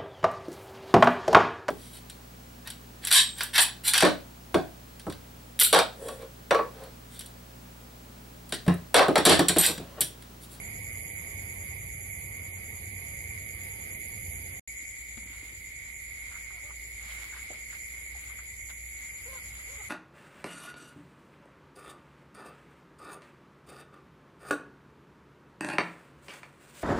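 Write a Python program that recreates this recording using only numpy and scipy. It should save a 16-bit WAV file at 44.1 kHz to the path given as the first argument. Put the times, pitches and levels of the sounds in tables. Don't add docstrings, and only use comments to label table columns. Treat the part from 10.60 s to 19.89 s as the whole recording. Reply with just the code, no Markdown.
import sys
import numpy as np
from scipy import signal
from scipy.fft import rfft, irfft, next_fast_len
from scipy.io import wavfile
from scipy.ndimage import uniform_filter1d

SR = 44100
rng = np.random.default_rng(int(sys.argv[2]) if len(sys.argv) > 2 else 0)


def boost(x):
    u = np.asarray(x, float) / 20
    return 10 ** u


def persist_wave(psi):
    counts = np.round(np.clip(psi, -1, 1) * 32767).astype(np.int16)
    wavfile.write(sys.argv[1], SR, np.atleast_2d(counts).T)


N = 409688


def evened(x):
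    return x / np.sqrt(np.mean(x ** 2, -1, keepdims=True) + 1e-20)


def read(points, hz):
    f, value = np.transpose(points)
    return np.interp(np.log(hz + 1), np.log(f + 1), value)


def follow(rows, t):
    s, *columns = np.transpose(rows)
    return [np.interp(t, s, c) for c in columns]


def coloured(x, db_at):
    n = next_fast_len(x.shape[-1])
    gain = boost(db_at(np.fft.rfftfreq(n, 1 / SR)))
    return irfft(rfft(x, n) * gain, n)[..., :x.shape[-1]]


def drift(t, top_hz):
    hz, turn = np.geomspace(top_hz / 20, top_hz, 16), rng.random(16)
    coarse = t[::256]
    waves = np.sin(2 * np.pi * (coarse[:, None] * hz + turn))
    return np.interp(t, coarse, evened(waves @ hz ** -.5))


def ears(x, left_db, right_db, lag):
    return np.array([boost(left_db) * x, boost(right_db) * np.roll(x, lag)])


# f/Hz, level/dB per Hz
RUMBLE = [
    [(15, -31), (40, -13), (58, -5), (71, -8), (86, 0), (103, -5), (125, -10), (150, -13)],
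    [(15, -24), (40, -8), (58, 0), (72, -4), (95, -4), (125, -13), (150, -16)],
]
# f/Hz, level/dB per Hz
AIR = [
    [(160, -14.5), (250, -21), (800, -22.5), (1500, -29), (2900, -30.5), (3500, -32.5), (4000, -36),
     (4950, -30.5), (5600, -47), (9000, -32.5), (15000, -40.5)],
    [(160, -15.5), (250, -19.5), (800, -24.5), (1500, -38), (2900, -23), (4000, -24), (4950, -22),
     (5600, -31), (9000, -26.5), (15000, -29)],
]
# f/Hz, likeness 0-1, left lead/rad
PORTS = [
    [(60, .99, 0), (200, .87, .2), (400, .6, 1.3), (700, .55, 2.6), (1200, .65, 3.1), (2500, .2, 3.1),
     (4000, 0, 3.1)],
    [(60, .97, 0), (120, .9, 0), (250, .4, 0), (700, .4, -1.7), (1200, .3, -2), (2500, .15, -3),
     (4000, 0, -3)],
]
# start f/Hz, end f/Hz, start level/dB, end level/dB
HUM = [(57.7, 64, -61, -50), (56.95, 60, -52, -50.5)]


def motor_hum(t, k):
    start_hz, end_hz, start_db, end_db = HUM[k]
    hz = np.linspace(start_hz, end_hz, len(t)) * (1 + .012 * drift(t, 6))
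    level_db = np.linspace(start_db, end_db, len(t)) + drift(t, 1.347) + 1.5 * drift(t, 8)
    return np.sin(2 * np.pi * np.cumsum(hz) / SR) * boost(level_db)


def air(t, k):
    base_db = [-44.5, -52.5][k]
    n = next_fast_len(len(t))
    hz = np.fft.rfftfreq(n, 1 / SR)
    left, other = rfft(rng.standard_normal((2, n)))
    f, same, lead = np.transpose(PORTS[k])
    same, lead = np.interp(hz, f, same), np.interp(hz, f, lead)
    right = same * np.exp(-1j * lead) * left + np.sqrt(1 - same ** 2) * other
    z = np.array([left, right]) * boost(read(RUMBLE[k] + AIR[k], hz))
    z /= np.sqrt(np.mean(irfft(z, n) ** 2))
    rumble = irfft(z * (hz < 150), n)[:, :len(t)]
    hiss = irfft(z * (hz >= 150), n)[:, :len(t)]
    murk_start_db, murk_end_db = [(1, -1.5), (0, 0.5)][k]
    murk = coloured(hiss, lambda f: -100. * (f > 1500))
    hiss = hiss + murk * (boost(np.linspace(murk_start_db, murk_end_db, len(t))) - 1)
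    rumble = rumble * boost(base_db + 0.8 * drift(t, 3))
    hiss = hiss * boost(base_db - 0.06 + 0.73 * drift(t, 5.2))
    return rumble + motor_hum(t, k) + hiss


FAR = [(.47, .32, .45), (.68, .42, .72)]


def chorus(t, near, wing, far, curve, patchy_db):
    resonance_hz, width_hz, skirt = wing

    def ring(x):
        return evened(coloured(x, lambda f: -6 * abs(2 * (f - resonance_hz) / width_hz) ** skirt))

    patches = np.array([drift(t, 16), drift(t, 20)])
    blur = rng.standard_normal(near.shape) * boost(patchy_db * patches)
    level_db, pan_db = follow(curve, t)
    song = np.sqrt(1 - far) * ring(near) + np.sqrt(far) * ring(blur)
    return song * boost(level_db + 8.0 + np.array([pan_db, -pan_db]) / 2)


# t/s, level/dB, left-right/dB
BUZZ = [
    [(0, -52.5, -7), (2, -51.5, -6), (3.99, -52.5, -4)],
    [(4.08, -51, -2.5), (4.7, -53.5, -3), (5.2, -51.5, -3.5), (9.29, -53, -1)],
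]
# f/Hz, width/Hz, skirt exponent
BUZZ_WING = [(2170, 340, 1.58), (2156.5, 282, 1.36)]
# stroke rate/Hz, left level/dB, right level/dB, right port lag/samples
BUZZERS = [
    [(117.3, 0, -1, 6), (116.0, -7, 0, 10)],
    [(117.8, 0, 0, 7), (118.6, -4, -3, 12), (115.8, -6, -5, 17)],
]


def buzzers(t, k):
    near = 0
    for rate, left_db, right_db, lag in BUZZERS[k]:
        strokes = np.cumsum(rate * (1 + .0022 * drift(t, 8))) / SR + rng.random()
        clicks = np.diff(np.floor(strokes), prepend=0) * boost(1.5 * rng.standard_normal(len(t)))
        near = near + ears(clicks * boost(2.2 * drift(t, 6)), left_db, right_db, lag)
    return chorus(t, near, BUZZ_WING[k], FAR[k][0], BUZZ[k], patchy_db=0.86)


# t/s, level/dB, left-right/dB
CHIRP = [
    [(0, -57.5, 1.1), (2, -57, 0.23), (3.99, -57, 1.5)],
    [(4.08, -55, 5.8), (5, -56.5, 1), (9.29, -55.5, 1.5)],
]
# f/Hz, width/Hz, skirt exponent
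CHIRP_WING = [(6953, 970, 1.26), (7094, 600, 0.84)]
# chirp rate/Hz, middle of one chirp t/s, left level/dB, right level/dB
CHIRPERS = [
    [(9.46, 1.96, 0, 0), (10.38, 1.965, -5, -11)],
    [(9.16, 6.698, 0, -3), (10.31, 6.723, -1, 0)],
]


def chirpers(t, k):
    near = 0
    for rate, middle, left_db, right_db in CHIRPERS[k]:
        since = (((t - middle) * rate + .5) % 1 - .5) / rate
        strokes = 0
        for offset_s, db in [(-.019, -2.5), (0, 0), (.018, -3.0)]:
            strokes = strokes + boost(db) * np.exp(-((since - offset_s) / .0085) ** 2)
        teeth = rng.standard_normal((2, len(t))) * boost(.8 * drift(t, 3))
        near = near + strokes * teeth * boost(np.array([[left_db], [right_db]]))
    near = coloured(near, lambda f: np.maximum(-6 * ((f - 7170) / 700) ** 2, -40))
    return chorus(t, near, CHIRP_WING[k], FAR[k][1], CHIRP[k], patchy_db=2.5)


# t/s, level/dB, left-right/dB
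TRILL = [
    [(0, -55, -10.5), (3.99, -55, -11)],
    [(4.08, -58, -6), (4.7, -61.5, -3.5), (9.29, -58, -3)],
]
# f/Hz, width/Hz, skirt exponent
TRILL_WING = [(10984, 1460, 1.66), (10935, 1460, 2.24)]
# stroke rate/Hz, left level/dB, right level/dB
TRILLERS = [
    [(150.2, 0, 0), (147, -9, -10)],
    [(139.3, 0, -5), (150.5, -6, -4)],
]


def trillers(t, k):
    near = 0
    for rate, left_db, right_db in TRILLERS[k]:
        stroke = (np.cumsum(rate * (1 + .004 * drift(t, 2.2))) / SR + rng.random()) % 1
        roughness = evened(uniform_filter1d(rng.standard_normal(len(t)), size=40))
        hz = 11000 - 3500 * (stroke - .5) + 900 * roughness
        tone = np.sin(2 * np.pi * np.cumsum(hz) / SR) * np.exp(-((stroke - .5) / .26) ** 2)
        near = near + ears(tone * boost(1.5 * drift(t, 5)), left_db, right_db, lag=10)
    return chorus(t, near, TRILL_WING[k], FAR[k][2], TRILL[k], patchy_db=1.73)


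# f/Hz, level/dB per Hz
LEAVES = [(300, -10), (900, -1.5), (1500, 3), (3000, 2), (5000, -5.5), (9000, -8), (15500, -13.5)]
# middle t/s, peak level/dB, length/s
STEPS = [(4.735, -64.5, 0.11), (4.866, -70.5, 0.11), (5.262, -73, 0.1), (5.744, -67, 0.35),
         (6.073, -74, 0.11), (6.522, -58.5, 0.21), (6.64, -63.5, 0.089), (6.777, -61, 0.11),
         (6.916, -67, 0.16), (7.133, -64.5, 0.076), (7.386, -71, 0.13), (7.675, -67, 0.24),
         (8.104, -55.5, .02), (8.44, -68, 0.11), (8.734, -68.5, 0.48), (8.988, -74, .15), (9.215, -67, 0.4)]


def rustle(t):
    grains = rng.standard_normal((2, N)) * boost(5.2 * np.minimum(rng.exponential(1, N), 4))
    leaves = evened(coloured(grains, lambda f: read(LEAVES, f)))
    coarse, tread = t[::64], boost(-72)
    for s, db, length in STEPS:
        width = length * np.where(coarse > s, 1.17, 1)
        tread = tread + boost(db) * np.exp(-(2 * (coarse - s) / width) ** 2)
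    return leaves * boost(8.0) * np.interp(t, coarse, tread) * (t > SPOTS[1][0])


# t/s, peak level/dB, f/Hz, left-right/dB
SNAPS = [(4.227, -51, 268, -17), (4.573, -39.5, 215, 11), (4.627, -46, 196, -7), (4.699, -50, 288, -4),
         (4.83, -48, 280, -1), (4.923, -52, 318, -3), (5.001, -53.5, 200, -5), (5.714, -46, 1500, 1.5),
         (5.743, -47, 1590, -12), (5.758, -48, 1510, 10), (5.905, -47, 1310, 1), (6.104, -50, 1200, -15),
         (6.46, -49.5, 242, -.5), (6.505, -44, 3170, -1), (6.64, -51, 1200, 2), (6.724, -42, 1530, -.5),
         (6.748, -46, 1110, 3), (6.763, -39, 1650, 0), (6.9, -45, 332, 4), (6.904, -41.5, 607, -9),
         (6.925, -52, 600, 11), (6.934, -50, 1400, -.5), (7.124, -43, 1760, -10), (7.549, -48.5, 730, 0),
         (7.683, -63, 182, -5), (7.699, -50, 1250, -2), (7.788, -45, 1470, 2), (8.099, -45, 1500, 6),
         (8.439, -53.5, 234, -2), (8.989, -53, 1360, -5)]


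def snaps():
    out, t = np.zeros((2, N)), np.arange(4000) / SR
    for s, db, hz, pan_db in SNAPS:
        t60 = max(.09 + .005 * (db + 50), .02)
        if hz < 320:
            t60 = t60 * .45
        noise = rng.standard_normal(len(t))
        burst = noise * boost(-60 * t / t60) * np.minimum(t / .0015, 1)
        burst = coloured(burst, lambda f: np.maximum(-6 * abs((f - hz) / (0.18 * hz)) ** 1.1, -26 - f / 600))
        crack = coloured(noise * boost(-60 * t / .006), lambda f: -f / 500)
        burst = burst / abs(burst).max() + boost(-11) * crack / abs(crack).max()
        at = round(s * SR)
        out[:, at:at + len(t)] += ears(boost(db) * burst, pan_db / 2, -pan_db / 2, lag=2.7)
    return out


# first note t/s, period/s, peak level/dB, left-right/dB
TICKER = (4.292, .2815, -54, -2)


def ticker():
    out, t = np.zeros((2, N)), np.arange(3000) / SR
    first, period, db, pan_db = TICKER
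    for s in np.arange(first, N / SR, period):
        note = rng.standard_normal(len(t)) * np.exp(-((t - .025) / .02) ** 2)
        note = coloured(note, lambda f: -6 * abs((f - 9300) / 280) ** 0.65)
        note = boost(db) * note / abs(note).max()
        part = out[:, round(s * SR):][:, :len(t)]
        part += ears(note, pan_db / 2, -pan_db / 2, lag=5.8)[:, :part.shape[1]]
    return out


# start t/s, length/s, top f/Hz, level/dB, place of the top 0-1
BARKS = [
    (8.65, .15, 535, -51, .35),
    (9.065, .125, 570, -58.5, .6),
    (9.17, .08, 440, -56, 0),
    (5.9, .12, 400, -63, 0),
    (6.02, .11, 300, -61, .4),
]


def dog(t):
    voice = np.zeros(N)
    for start, length, top_hz, db, top in BARKS:
        on = (t > start) & (t < start + length)
        done = (t[on] - start) / length
        bend = np.where(done < top, 2.6 / (1 + 4 * top ** 2), .35)
        hz = top_hz * (1 - bend * (done - top) ** 2)
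        hoarseness = evened(uniform_filter1d(rng.standard_normal(len(hz)), size=300))
        level_db = db - 46 * (done - .5) ** 2 + 3 * hoarseness
        mouth_hz = np.linspace(520, 1300, len(hz))
        jitter = evened(uniform_filter1d(rng.standard_normal(len(hz)), size=150))
        turns = np.cumsum(hz * (1 + .03 * jitter)) / SR
        folds = 0
        for k in range(1, 5):
            mouth = 1 / (1 + ((k * hz - mouth_hz) / 420) ** 2)
            folds = folds + np.cos(2 * np.pi * k * turns) * mouth / k ** 0.092
        voice[on] += evened(folds) * boost(level_db) * signal.windows.tukey(len(hz), .15)
    sparse = rng.random((2, 6000)) < .02
    echoes = rng.standard_normal((2, 6000)) * sparse * boost(-60 * np.arange(6000) / SR / 0.13)
    blurred = signal.oaconvolve(voice[None], evened(echoes) / np.sqrt(6000), axes=1)[:, :N]
    return ears(voice, 0.67, -4.0, lag=4.1) + boost(-1) * blurred


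# start t/s, end t/s
SPOTS = [
    (0, 3.9965),
    (4.0752, 9.3),
]


def scene():
    t = np.arange(N) / SR
    out = np.zeros((2, N))
    for k, (start, end) in enumerate(SPOTS):
        on = (t >= start) & (t < end)
        out[:, on] += air(t[on], k) + buzzers(t[on], k) + chirpers(t[on], k) + trillers(t[on], k)
    return out + rustle(t) + snaps() + ticker() + dog(t)


# f/Hz, level/dB
DEAD_ZONE = [
    [(150, -40), (500, -12), (1000, 0), (1500, 0), (2200, -14), (3700, -2), (4000, 5), (4900, -3),
     (5600, 15), (6500, -10), (7500, -10), (8200, 3), (8960, 10), (10000, -14), (12000, -12), (13200, 5),
     (15500, 6.5)],
    [(150, -40), (500, -12), (1000, -6), (1500, -7), (2200, -14), (3700, -2), (4000, 2), (4900, -2),
     (5700, 7), (7000, -10), (9000, 3), (11000, -14), (12800, 4), (15500, 5)],
]


def thinned(x, margins):
    window = np.sqrt(signal.windows.hann(2048, sym=False))
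    mid_side = np.array([x[0] + x[1], x[0] - x[1]]) / 2
    hz, t, z = signal.stft(mid_side, SR, window, 2048, 1024)
    band = (12 * np.log(1 + hz / 700)).astype(int)
    middle_hz = 700 * (np.exp((band + .5) / 12) - 1)
    usual = uniform_filter1d(np.median(abs(z) ** 2, axis=2).mean(0), size=9)
    jumps = uniform_filter1d(rng.standard_normal((band.max() + 1, len(t))), size=3, axis=0)
    jump_db = 8.5 * uniform_filter1d(jumps, size=2)[band]
    keep = abs(z) > np.sqrt(usual)[:, None] * boost(read(margins, middle_hz)[:, None] + jump_db)
    z = z * keep * (hz < 15800)[:, None]
    mid, side = signal.istft(z, SR, window, 2048, 1024)[1][:, :x.shape[1]]
    return np.array([mid + side, mid - side])


def top_cut(x):
    return signal.sosfilt(signal.butter(12, 16730, fs=SR, output="sos"), x)


def record(dry):
    cut, back = round(SPOTS[0][1] * SR), round(SPOTS[1][0] * SR)
    smear = round(.011 * SR)
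    out = np.zeros_like(dry)
    out[:, :cut] = thinned(dry[:, :cut], DEAD_ZONE[0])
    out[:, back:] = thinned(dry[:, back:], DEAD_ZONE[1])
    out[:, cut:cut + smear] = boost(-29) * dry[:, cut - smear:cut]
    return top_cut(out)


dry = scene()
out = record(dry)
persist_wave(out)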